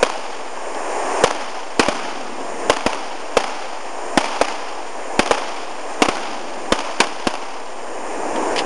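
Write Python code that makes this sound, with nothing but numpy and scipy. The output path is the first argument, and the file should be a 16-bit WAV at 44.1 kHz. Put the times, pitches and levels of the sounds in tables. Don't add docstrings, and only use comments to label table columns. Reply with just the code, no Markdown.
import sys
import numpy as np
from scipy import signal
from scipy.fft import rfft, irfft, next_fast_len
from scipy.io import wavfile
from scipy.ndimage import map_coordinates

SR = 44100
rng = np.random.default_rng(int(sys.argv[2]) if len(sys.argv) > 2 else 0)


def inscribe(sig):
    pcm = np.round(np.clip(np.atleast_2d(sig).T, -1, 1) * 32767)
    wavfile.write(sys.argv[1], SR, pcm.astype(np.int16))


N = 381465

# start in [s], gun name, strength in [dB].
SHOTS = [(.0283, "round", -1), (1.2385, "round", 1.5), (1.7948, "heavy", 0), (1.885, "light", -3),
         (2.6977, "round", 0), (2.8633, "light", -1.5), (3.3695, "round", -.5), (4.1745, "light", 4),
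         (4.4132, "round", -2), (5.1925, "light", 2.5), (5.3104, "round", -1.5), (6.0203, "heavy", -1.5),
         (6.086, "light", -2.5), (6.722, "light", 1.5), (7.0028, "sharp", 0), (7.2706, "light", -2.5)]
GUNS = {"round": (530, .014, 26.3, 7, .0039, -12, 0, 8, 2.5, -4.8),
        "heavy": (330, .025, 21.5, 3, .0042, -4, 4.5, 15, 6.5, -3),
        "light": (310, .0065, 20.5, -4, .0037, -1, -2, 7.5, -2, -6),
        "sharp": (320, .028, 14, -6, .0048, -1, 14, 14, 3.5, -6.5)}
# delay in [s], level in [dB re the gun's near trunks].
NEAR_TRUNKS = [(.0305, -1), (.036, 0), (.04, -2), (.067, -3)]
# gun name, delay in [s], level in [dB].
TRUNK_SLAPS = [("round", .0215, 3), ("round", .0715, 7), ("round", .11, -1), ("light", .0685, 4),
               ("light", .083, 2), ("heavy", .134, -2), ("heavy", .149, -1)]
# frequency in [Hz], relative level in [dB].
CRACK_SPECTRUM = [(710, -42), (1200, -12), (1510, -4), (2080, -13), (2500, 1), (2820, -9), (5320, -12),
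                  (5780, -20), (6220, -20), (10800, -25), (14000, -55), (22000, -120)]
# frequency in [Hz], relative level in [dB].
FOREST_SPECTRUM = [(76, -57), (130, -27), (282, -5), (385, -7), (820, 0), (1350, -9), (1910, -13),
                   (2300, -11), (3090, -14), (3920, -21), (4890, -18), (6940, -21), (7750, -30),
                   (8820, -24), (10600, -31), (13800, -61), (22000, -120)]
# frequency in [Hz], t60 in [s].
FOREST_DECAY = [(200, 1.4), (700, 1.55), (2500, 1.5), (5000, 1.6), (9000, 1.15)]
# frequency in [Hz], relative level in [dB].
ROLL_SPECTRUM = [(20, -25), (120, -24), (170, -13), (240, -1), (340, 1), (480, -8), (800, -22), (3000, -80)]
# frequency in [Hz], relative level in [dB].
ROAR_SPECTRUM = [(71, -67), (120, -37), (172, -29), (210, -15), (247, -9), (488, 0), (557, -2), (643, 0),
                 (954, -2), (1380, -14), (1650, -14), (2140, -44), (3630, -120)]
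# frequency in [Hz], relative level in [dB].
RUMBLE_SPECTRUM = [(20, -20), (120, -24), (170, -20), (250, -3), (330, 0), (480, -3), (800, -22),
                   (3000, -80)]
# frequency in [Hz], relative level in [dB].
HISS_SPECTRUM = [(1030, -30), (1750, 0), (2260, -4), (2420, -3), (3060, -10), (3320, -15), (4290, -18),
                 (5340, -11), (6450, -11), (7000, -6), (7440, -10), (7840, -24), (8270, -13), (8650, -9),
                 (10600, -24), (13800, -54), (22000, -120)]
# start in [s], level in [dB].
CLACKS = [(.745, -27), (8.359, -28), (8.5605, -20), (8.579, -21), (8.584, -22), (8.590, -14.5)]
# frequency in [Hz], relative level in [dB].
ACTION_SPECTRUM = [(1000, -35), (1700, -5), (2110, -4), (2540, -6), (2940, -1), (3950, -10), (5020, -6),
                   (6050, -15), (10200, -21), (10800, -28), (14000, -58), (22000, -120)]
# frequency in [Hz], level in [dB re clack], t60 in [s].
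STEEL_MODES = [(2864, -12, .08), (5012, -17, .09)]
# frequency in [Hz], relative level in [dB].
AIR_SPECTRUM = [(20, 0), (120, -3), (250, -20), (1000, -60)]
# frequency in [Hz], gain in [dB].
MICROPHONE_RESPONSE = [(20, 0), (700, 0), (1150, 1.2), (2200, 0), (3200, 1.3), (3900, -1.2), (4900, 1.2),
                       (6200, 0), (7400, 0), (7900, -5), (8400, 0), (20000, 0)]
# frequency in [Hz], gain in [dB].
TOP_END_RESPONSE = [(20, 0), (10550, 0), (10900, -16), (11700, -9), (12400, -26)]

TRUNK_T60, SLAP_T60, LEAVES_T60, CRACK_T60, THUMP_T60 = .025, .014, .08, .045, .008
SLOPE_DELAY_S, SLOPE_DB = .0085, -16
SCATTER_DB, SCATTER_T60 = -14.5, .025
ROLL_DB, ROLL_BUILD_S, ROLL_T60 = -18, .1, 4.5
ROAR_DB, HISS_DB, RUMBLE_DB = -19.9, -29.2, -34.5
LEAK_DB_PER_S = .15
SPENT_S, SPENT_RISE_S = 7.7, .8
SPENT_RUMBLE_DB, SPENT_HISS_DB, SPENT_ROAR_DB = 10, -2.5, -.7
AIR_DB = -53
TOP_HZ = 12435


def amp(db):
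    return np.exp(np.asarray(db) * (np.log(10) / 20))


def unit(x):
    return x / np.sqrt(np.mean(x ** 2) + 1e-20)


def along(points, hz):
    f, v = np.transpose(points)
    return np.interp(np.log(hz + 1), np.log(f + 1), v)


def fade(t, t60):
    return (t >= 0) * np.exp(-np.log(1000) * np.abs(t) / t60)


def wobble(rate):
    t = np.arange(N) / SR
    coarse_t = t[::64]
    knots = rng.standard_normal(int(t[-1] * rate) + 4)
    return np.interp(t, coarse_t, map_coordinates(knots, [coarse_t * rate]))


def causal(points, size=4096):
    gain = amp(along(points, np.fft.rfftfreq(size, 1 / SR)))
    cepstrum = irfft(np.log(np.maximum(gain, 1e-6)))
    cepstrum[1:size // 2] *= 2
    cepstrum[size // 2 + 1:] = 0
    return irfft(np.exp(rfft(cepstrum)))


def coloured(x, points):
    kernel = causal(points)
    return signal.oaconvolve(x, kernel / np.linalg.norm(kernel))[:len(x)]


def high_pass(x, hz, order):
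    return signal.sosfilt(signal.butter(order, hz, "high", fs=SR, output="sos"), x)


def add(track, s, sound):
    part = track[max(round(s * SR), 0):][:len(sound)]
    part += sound[:len(part)]


def gunfire():
    blasts, cracks, echoes = np.zeros((3, N))
    t = np.arange(SR // 4) / SR
    for s, gun, db in SHOTS:
        hz, t60, blast_db, thump_db, delay, bounce_db, crack_db, leaves_db, near_db, _ = GUNS[gun]
        blast = push(t, hz, t60)
        blast += amp(bounce_db) * push(t - delay, hz, t60)
        blast += amp(SLOPE_DB) * push(t - SLOPE_DELAY_S, hz, t60)
        thump = amp(thump_db) * fade(t, THUMP_T60)
        add(blasts, s, amp(db) * (amp(blast_db) * blast + thump))
        add(cracks, s, amp(db + crack_db) * fade(t, CRACK_T60) * rng.standard_normal(len(t)))
        power = (amp(leaves_db) * fade(t, LEAVES_T60)) ** 2
        power += trunk_power(t, gun, near_db)
        power += (amp(blast_db + SCATTER_DB) * fade(t - delay, SCATTER_T60)) ** 2
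        add(echoes, s, amp(db) * np.sqrt(power) * rng.standard_normal(len(t)))
    scattered = echoes + forest_tail(lumpy_db=1.4, build_up_s=.06)
    wood = high_pass(coloured(scattered, FOREST_SPECTRUM), hz=185, order=4)
    return high_pass(blasts, hz=45, order=2) + coloured(cracks, CRACK_SPECTRUM) + wood


def push(t, hz, t60):
    return np.cos(2 * np.pi * hz * t) * fade(t, t60)


def trunk_power(t, gun, near_db):
    near = sum((amp(near_db + db) * fade(t - lag, TRUNK_T60)) ** 2 for lag, db in NEAR_TRUNKS)
    slaps = sum((amp(db) * fade(t - lag, SLAP_T60)) ** 2 for name, lag, db in TRUNK_SLAPS if name == gun)
    return near + slaps


def forest_tail(lumpy_db, build_up_s):
    hz, when, z = signal.stft(rng.standard_normal(N), SR, nperseg=256)
    t60 = along(FOREST_DECAY, hz)[:, None]
    power = np.zeros(z.shape)
    for s, gun, db in SHOTS:
        forest_db = GUNS[gun][-1]
        heard = (when > s) & (when < s + 2)
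        age = when[heard] - s
        density = 1 - np.exp(-age / build_up_s)
        power[:, heard] += density * (amp(db + forest_db) * fade(age, t60)) ** 2
    tail = signal.istft(z * np.sqrt(power), SR, nperseg=256)[1][:N]
    return tail * unit(amp(lumpy_db * wobble(150)))


def roll():
    power = np.zeros(N)
    for s, gun, db in SHOTS:
        if gun == "heavy":
            age = np.maximum(np.arange(N) / SR - s, 0)
            build_up = 1 - np.exp(-age / ROLL_BUILD_S)
            power += build_up * (amp(db + ROLL_DB) * fade(age, ROLL_T60)) ** 2
    return np.sqrt(power) * coloured(rng.standard_normal(N), ROLL_SPECTRUM)


def jet():
    t = np.arange(N) / SR
    flow_db = -LEAK_DB_PER_S * t + .4 * wobble(7) + .3 * wobble(40)
    eddies_db = .55 * wobble(25)
    spent = np.clip((t - SPENT_S) / SPENT_RISE_S, 0, 1)
    roar = high_pass(coloured(rng.standard_normal(N), ROAR_SPECTRUM), hz=240, order=2)
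    roar *= amp(ROAR_DB + SPENT_ROAR_DB * spent + eddies_db)
    rumble = coloured(rng.standard_normal(N), RUMBLE_SPECTRUM)
    rumble *= amp(RUMBLE_DB + SPENT_RUMBLE_DB * spent + eddies_db)
    hiss = coloured(rng.standard_normal(N), HISS_SPECTRUM)
    hiss *= amp(HISS_DB + SPENT_HISS_DB * spent)
    return amp(flow_db) * (roar + rumble + hiss)


def action():
    rattle, ring = np.zeros((2, N))
    t = np.arange(SR // 4) / SR
    for s, db in CLACKS:
        add(rattle, s, amp(db) * fade(t, .07) * rng.standard_normal(len(t)))
        for hz, level_db, t60 in STEEL_MODES:
            add(ring, s, amp(db + level_db) * fade(t, t60) * np.sin(2 * np.pi * hz * t))
    return coloured(rattle, ACTION_SPECTRUM) + ring


def air():
    return amp(AIR_DB) * coloured(rng.standard_normal(N), AIR_SPECTRUM)


def scene():
    return (jet() + gunfire() + roll() + action() + air())[None]


def gain_control(x, knee_db, depth_db, release_db_per_s, attack_s, start_db):
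    over = np.clip(20 * np.log10(np.abs(x) + 1e-9) - knee_db, 0, depth_db)
    climb = release_db_per_s * np.arange(N) / SR
    held = np.maximum(np.maximum.accumulate(over + climb), start_db) - climb
    pole = np.exp(-1 / (attack_s * SR))
    cut_db = start_db + signal.lfilter([1 - pole], [1, -pole], held - start_db)
    return x * amp(-cut_db)


def record(dry):
    x = signal.oaconvolve(dry[0], causal(MICROPHONE_RESPONSE))[:N]
    x = gain_control(x, knee_db=-7.5, depth_db=19, release_db_per_s=16, attack_s=.003, start_db=6)
    bias = -.045
    x = np.clip(x + bias, -.69, .69) - bias
    size = next_fast_len(N + SR // 4)
    hz = np.fft.rfftfreq(size, 1 / SR)
    band = amp(along(TOP_END_RESPONSE, hz)) * (hz < TOP_HZ)
    return irfft(rfft(x, size) * band, size)[None, :N] + bias


dry = scene()
out = record(dry)
inscribe(out)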